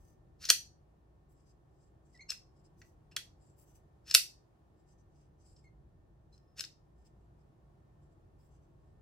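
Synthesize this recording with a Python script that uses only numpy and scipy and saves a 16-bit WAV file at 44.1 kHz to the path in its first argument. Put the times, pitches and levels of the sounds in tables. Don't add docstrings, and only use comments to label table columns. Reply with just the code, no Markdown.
import sys
import numpy as np
from scipy import signal
from scipy.fft import rfft, irfft, next_fast_len
from scipy.io import wavfile
from scipy.ndimage import uniform_filter1d, map_coordinates

SR = 44100
rng = np.random.default_rng(int(sys.argv[2]) if len(sys.argv) > 2 else 0)


def to_wav(s):
    ch = np.atleast_2d(s).T
    pcm = np.round(np.clip(ch, -1, 1) * 32767)
    wavfile.write(sys.argv[1], SR, pcm.astype(np.int16))


N = 397341


def undb(db):
    return 10 ** (np.asarray(db) / 20)


def unit(x):
    return x / np.sqrt(np.mean(x ** 2))


def on_log(hz, table):
    table_hz, values = np.transpose(table)[:2]
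    return np.interp(np.log(np.maximum(hz, 1)), np.log(table_hz), values)


def band(x, hz, width_hz):
    return signal.lfilter(*signal.iirpeak(hz, hz / width_hz, fs=SR), x)


def walk(rate_hz):
    step = int(SR / rate_hz)
    levels = np.repeat(rng.standard_normal(N // step + 1), step)
    smooth = uniform_filter1d(uniform_filter1d(levels, step), step)
    return unit(smooth[:N])


def gesture(start_s, length_s, attack_s, release_s):
    t = np.arange(N) / SR - start_s
    before = np.minimum(t, 0) / attack_s
    after = np.maximum(t - length_s, 0) / release_s
    return np.exp(-4 * (before ** 2 + after ** 2))


# pitch_hz, relative level_db (per Hz)
AIR_COLOUR = [(12, -40.5), (20, -19.5), (48, -1.5), (107, -5), (138, -7.5), (234, -18), (262, -21.5),
              (328, -12.5), (485, -22), (738, -21), (923, -26), (1860, -39.5), (2080, -42), (7730, -51),
              (16000, -58.5)]
# pitch_hz, side_minus_mid_db
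AIR_WIDTH = [(60, -11), (110, -15.5), (200, -8.5), (380, -3), (700, -1.5), (1290, 2.5), (2380, 1),
             (4400, -2), (8120, 1), (15000, -1.5)]
# time_s, level_db
RUMBLE_LEVELS = [(0.0, -62), (0.93, -68.5), (3.26, -65), (4.47, -70), (5.8, -62.5), (6.52, -67),
                 (9.01, -63.5)]
# pitch_hz, level_db
HUMS = [(59.2, -73.5), (145.3, -73.5), (1100, -95), (1803, -99)]
HISS_DB = -71.5


def air():
    t = np.arange(N) / SR
    size = next_fast_len(N)
    hz = np.arange(size // 2 + 1) * SR / size
    mid, side = rfft(rng.standard_normal((2, size))) * undb(on_log(hz, AIR_COLOUR))
    side = side * undb(on_log(hz, AIR_WIDTH))
    pair = np.array([mid + side, mid - side])
    low = 1 / (1 + (hz / 200) ** 4)
    rumble = unit(irfft(pair * np.sqrt(low), size)[:, :N])
    rumble = rumble * undb(np.interp(t, *np.transpose(RUMBLE_LEVELS)))
    hiss = unit(irfft(pair * np.sqrt(1 - low), size)[:, :N]) * undb(HISS_DB + .7 * walk(1.0))
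    hum = np.zeros(N)
    for pitch_hz, level_db in HUMS:
        loudness = np.sqrt(2) * undb(level_db + 3.0 * walk(6.3))
        wandering_hz = pitch_hz + 0.72 * walk(3.2)
        hum += loudness * np.sin(2 * np.pi * np.cumsum(wandering_hz) / SR)
    return rumble + hiss + hum


# pitch_hz, t60_s (time to fall 60 dB), tail_energy_db
ROOM_BANDS = [(504, .15, -23.5), (1400, 0.085, -20), (2679, 0.22, -15), (5830, 0.28, -16), (11000, .2, -10)]


def room(dry):
    t = np.arange(SR // 2) / SR
    tail = 0
    for hz, t60_s, energy_db in ROOM_BANDS:
        edges_hz = [hz / 1.5, min(hz * 1.3, .45 * SR)]
        sos = signal.butter(2, edges_hz, "band", fs=SR, output="sos")
        onset = np.clip((t - .003) / 0.002, 0, 1)
        decay = np.exp(-np.log(1000) * t / t60_s) * onset
        noise = unit(signal.sosfilt(sos, rng.standard_normal((2, len(t))))) * decay
        tail = tail + undb(energy_db) * noise / np.sqrt(np.sum(decay ** 2))
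    return signal.fftconvolve(dry.mean(axis=0)[None], tail, axes=1)[:, :N]


# start_s, length_s, level_db,
# airy_top_db (relative to the stroke), favoured_resonance_hz
STROKES = [(-.03, 0.169, -78, -0.5, 6100), (1.296, 0.035, -84.5, 4, 7800), (1.34, .1, -83, -20, 7800),
           (1.461, 0.057, -72.5, -26, 4940), (1.696, 0.091, -90.5, -8, 6100),
           (1.8, 0.098, -82.5, -12, 6100), (2.047, 0.07, -79.5, -12, 7800), (2.12, 0.06, -76, -22, 5080),
           (2.208, 0.023, -74, -25, 6100), (2.561, 0.055, -83, -12, 5080), (2.645, .025, -77, -11, 5080),
           (2.782, 0.14, -80, -0.5, 6100), (3.41, 0.13, -78.5, -29, 7800), (3.578, 0.068, -69, 1, 7800),
           (3.664, 0.058, -74.5, -2, 6100), (3.737, 0.049, -73, 0.5, 6100), (4.761, .06, -86, -9, 7800),
           (4.871, 0.064, -81.5, -20, 6100), (4.983, 0.034, -82.5, -18, 6100),
           (5.121, 0.15, -81.5, -14, 6100), (5.39, 0.052, -80.5, -18, 6100),
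           (5.45, 0.097, -74.5, -25, 5080), (5.555, 0.053, -76.5, -14, 5080),
           (5.635, 0.026, -85, -23, 7800), (6.329, 0.041, -73.5, -12, 5080), (6.969, 0.069, -82, -20, 5080),
           (7.055, 0.023, -69.5, -10, 5080), (7.2, 0.068, -92, -10, 7800), (7.39, .035, -83.5, -15, 7800),
           (8.014, 0.064, -84, -20, 7800), (8.109, .03, -86, -16, 7800), (8.393, .1, -80, -4, 7800),
           (8.506, 0.075, -78.5, -22, 7800), (8.619, 0.04, -82, -25, 7800), (8.808, .12, -88, -14, 7800)]
# pitch_hz, width_hz, relative level_db (wanders)
RUB_RESONANCES = [(2920, 1350, -13.5), (4800, 72, -7), (5140, 250, -1), (6040, 260, -1.5), (7440, 360, 1)]
HOLD_SHARE, FLANK_SHARE, FLANK_MIN_S = .4, .55, .008
STROKE_FAVOURED_DB = 5.5


def rubbing():
    slips = rng.standard_normal((2, N)) * undb(2.6 * np.minimum(rng.exponential(size=N), 6.0))
    modes = np.array([undb(db + 3 * walk(9)) * band(slips, hz, width_hz)
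                      for hz, width_hz, db in RUB_RESONANCES])
    modes = modes / np.sqrt(np.mean(modes.sum(axis=0) ** 2))
    top = unit(signal.sosfilt(signal.butter(4, 8500, "high", fs=SR, output="sos"), slips))

    start_s, length_s, level_db = np.transpose(STROKES)[:3, :, None]
    flank_s = FLANK_SHARE * length_s + FLANK_MIN_S
    hold_start_s = start_s + length_s * (1 - HOLD_SHARE) / 2
    strokes = undb(level_db) * gesture(hold_start_s, length_s * HOLD_SHARE, flank_s, flank_s)

    top_db, favoured_hz = np.transpose(STROKES)[3:]
    mode_hz = np.array(RUB_RESONANCES)[:, :1]
    near = np.exp(-(np.log(mode_hz / favoured_hz) / .06) ** 2)
    mode_levels = undb(STROKE_FAVOURED_DB * (near - .5)) @ strokes
    body = np.sum(mode_levels[:, None] * modes, axis=0)
    airy_top = (undb(top_db) @ strokes) * top
    return (body + airy_top) * undb(2.1 * walk(40) + 1.9 * walk(120))


# start_s, length_s, start_pitch_hz, end_pitch_hz (the pitch wavers around
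# these), level_db (flutters), overtones_db (relative to the main tone)
SQUEAKS_PLAYED = [(2.15, 0.016, 2020, 1938, -63.5, -16), (2.197, 0.011, 2140, 2360, -58, -23),
                  (2.212, 0.015, 2067, 2126, -56, -2.5), (2.23, 0.024, 2115, 2140, -76, -17),
                  (5.646, 0.034, 2168, 2125, -70.5, -13.5), (6.331, 0.016, 4180, 4160, -70, -21),
                  (6.39, 0.045, 5120, 5234, -93, -30), (6.477, 0.063, 5150, 5220, -90, -33)]
SQUEAK_ATTACK_S, SQUEAK_RELEASE_S = 0.0075, 0.008
THIRD_DB = -6


def squeaks():
    t = np.arange(N) / SR
    out = np.zeros(N)
    waver, flutter = 1 + .012 * walk(300), undb(2.5 * walk(150))
    for start_s, length_s, start_hz, end_hz, level_db, overtones_db in SQUEAKS_PLAYED:
        pitch_hz = np.interp(t, [start_s, start_s + length_s], [start_hz, end_hz]) * waver
        phase = 2 * np.pi * np.cumsum(pitch_hz) / SR
        overtones = np.sin(2 * phase) + undb(THIRD_DB) * np.sin(3 * phase)
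        tone = np.sin(phase) + undb(overtones_db) * overtones
        shape = gesture(start_s, length_s, SQUEAK_ATTACK_S, SQUEAK_RELEASE_S)
        out += np.sqrt(2) * tone * undb(level_db) * shape
    return out * flutter


BLADE_T60_S, LOCK_BAR_T60_S, HANDLE_T60_S = .010, .014, .035
FAVOURED_DB = 3


def ring(modes, t60_s, chance, low_db=0, high_db=0, favoured_hz=1):
    hz, db = np.transpose(modes)[:, :, None]
    t = np.arange(SR // 20) / SR
    db = db + low_db * (hz < 3000) + high_db * (hz > 7000)
    db = db + 1.5 * chance[0, :len(modes), None]
    free = np.exp(-(np.log(hz / favoured_hz) / .04) ** 2)
    db = db + FAVOURED_DB * free
    t60_s = t60_s * (1 + 1.5 * free)
    hz = hz * (1 + .01 * chance[1, :len(modes), None])
    sign = (-1) ** np.arange(len(modes))[:, None]
    decay = np.exp(-np.log(1000) * t / t60_s)
    return np.sum(sign * undb(db) * decay * np.sin(2 * np.pi * hz * t), axis=0)


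# start_s, length_s, swell_before_start_s, level_db,
# lock_bar_ring_db (relative to the blade)
SWINGS_PLAYED = [(0.434, 0.052, 0.045, -54.5, -6), (2.299, 0.0063, 0.016, -52.5, 9),
                 (4.096, .04, .05, -55, -2.5), (6.589, 0.02, 0.031, -52, -5)]
# pitch_hz, relative level_db
BLADE_MODES = [(1330, -10.5), (1550, -8), (1910, -8.5), (2300, -10.5), (2640, -9.5), (3000, -8.5),
               (3350, -8), (3800, -5), (4350, 0), (4700, -2), (5250, -5.5), (5750, -3), (6110, -4),
               (6580, -6), (7000, -8.5), (7410, -6.5), (8100, -4), (9080, -7), (9800, -11), (10500, -9),
               (11250, -10), (12300, -9.5), (13250, -9.5), (14300, -15.5), (15200, -13)]
# pitch_hz, relative level_db
LOCK_BAR_MODES = [(2730, -6.5), (4200, -5.5), (5200, 2.5), (7900, -8.5)]
SWING_RELEASE_S = 0.011


def swinging():
    grit = rng.standard_normal(N) * undb(3 * np.minimum(rng.exponential(size=N), 6))
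    still = np.zeros((2, len(BLADE_MODES)))
    thin = signal.butter(6, 1100, "high", fs=SR, output="sos")
    blade_ring = ring(BLADE_MODES, BLADE_T60_S, still, low_db=1.0, high_db=-4.5)
    bar_ring = ring(LOCK_BAR_MODES, LOCK_BAR_T60_S, still)
    blade = unit(signal.sosfilt(thin, signal.fftconvolve(grit, blade_ring)[:N]))
    bar = unit(signal.sosfilt(thin, signal.fftconvolve(grit, bar_ring)[:N]))
    out = np.zeros(N)
    for start_s, length_s, swell_s, level_db, bar_db in SWINGS_PLAYED:
        shape = gesture(start_s, length_s, swell_s, SWING_RELEASE_S)
        out += undb(level_db) * shape * (blade + undb(bar_db) * bar)
    return out


def rattle(rattle_ms, bounce_db):
    t = np.arange(SR // 25) / SR * 1000 / rattle_ms
    push = (np.exp(-t ** 2) + undb(bounce_db) * np.exp(-t / 2)) * (1 - np.exp(-t / 0.15))
    contacts = rng.standard_normal(len(t)) * push
    for _ in range(6):
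        spectrum = rfft(contacts)
        contacts = irfft(spectrum / np.abs(spectrum), len(t))
        contacts = contacts * push / np.sqrt(uniform_filter1d(contacts ** 2, size=24) + 1e-12)
    return contacts, push


# start_s, steel_peak_db, left_minus_right_db (both before the port balance),
# rattle_ms (time scale), low_modes_db (under 3 kHz), high_modes_db (over 7 kHz),
# favoured_mode_hz, lock_bar_ring_db (relative to the blade)
KNOCKS_PLAYED = [(0.4188, -47.5, 2, 3.8, -5.5, -8.5, 5240, -13), (0.437, -35, -1.5, 8.8, 5, -7, 4400, -9.5),
                 (0.45, -28.5, 1.5, 5.7, -5.5, -7, 5950, -10.5), (0.4867, -19, .1, 14, -3, -6, 4546, -8),
                 (0.5, -2, -1.5, 3.08, -2, -2, 5960, -19), (2.150, -59, .1, 5.0, -8, -10, 5230, 4),
                 (2.174, -55, -1, 3.4, -9, -7, 5250, 13), (2.303, -22.5, 3, 2.5, -12, -6, 5200, 4),
                 (2.3163, -32.5, 7, 3.8, 8.5, -0.5, 2640, -23), (2.815, -47, 4, 5.3, 11, -22, 1940, -38),
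                 (3.112, -53, 1, 15, 12, -2, 4400, 10), (3.1629, -18, 1, 4.1, 2.5, -3.5, 3410, -32),
                 (4.0773, -50, 10, 3.5, 6, -8, 4350, -7.5), (4.0982, -37, 1.5, 2.6, -6.5, -6, 5200, -2.5),
                 (4.11, -22.5, 2.5, 2.6, -3, -7, 5250, 5), (4.123, -38, 1.5, 2.6, -6.5, -8, 5750, -5),
                 (4.1409, -10.5, 0.5, 3.3, -2.5, 4.5, 5250, -1), (4.1468, -1.5, -3, 3.5, -4, 1, 2646, -11),
                 (5.562, -60, .1, 9, -18, -16, 5250, 4), (6.378, -59.5, 5, 1.8, -8, -6, 5250, 8),
                 (6.5943, -25.5, -2, 2.4, 1.5, 14, 4370, 26), (6.606, -27.5, 8, 2.9, -5.5, -3.5, 1550, -1),
                 (6.6378, -34, 1, 1.95, 1, -11, 3800, -19), (6.646, -40, 13, 5.2, -2, -19, 5250, 5)]
# pitch_hz, relative level_db
HANDLE_MODES = [(420, -4), (620, 3)]
THUD_DB = -36


def knocks():
    out = np.zeros((2, N))
    thin_steel = signal.butter(6, 1080, "high", fs=SR, output="sos")
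    thin_handle = signal.butter(3, [340, 750], "band", fs=SR, output="sos")
    for start_s, peak_db, pan_db, rattle_ms, low_db, high_db, favoured_hz, bar_db in KNOCKS_PLAYED:
        chance = rng.standard_normal((2, 32))
        contacts, push = rattle(rattle_ms, bounce_db=-7.0)
        steel = ring(BLADE_MODES, BLADE_T60_S, chance, low_db, high_db, favoured_hz)
        steel += undb(bar_db) * ring(LOCK_BAR_MODES, LOCK_BAR_T60_S, chance[::-1], low_db)
        steel = signal.sosfilt(thin_steel, signal.fftconvolve(contacts, steel))
        jolt = np.exp(-np.arange(len(push)) / SR / 0.00013)
        handle = ring(HANDLE_MODES, HANDLE_T60_S, chance)
        thud = signal.sosfilt(thin_handle, signal.fftconvolve(jolt, handle))
        knock = steel / np.max(np.abs(steel)) + undb(THUD_DB) * thud / np.max(np.abs(thud))
        first = int(start_s * SR)
        left_right_db = peak_db + np.array([[pan_db], [-pan_db]]) / 2
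        out[:, first:first + len(knock)] += knock * undb(left_right_db)
    return out


# pitch_hz, left_minus_right_db
NEAR_BALANCE = [(400, -6.5), (1300, -3), (4400, -.5), (8100, 4.5), (15000, 0)]
PORT_LAG_MS = .024


def scene():
    near = knocks() + squeaks() + rubbing() + swinging()
    tail = room(near)
    late = np.arange(N) - PORT_LAG_MS * SR / 1000
    near[1] = map_coordinates(near[1], [late], order=3)
    size = next_fast_len(N)
    hz = np.arange(size // 2 + 1) * SR / size
    lean_db = on_log(hz, NEAR_BALANCE) / 2
    shaded = irfft(rfft(near, size) * undb([lean_db, -lean_db]), size)[:, :N]
    return shaded + tail + air()


def record(dry):
    return signal.sosfilt(signal.ellip(10, .2, 60, 15900, fs=SR, output="sos"), dry)


dry = scene()
out = record(dry)
to_wav(out)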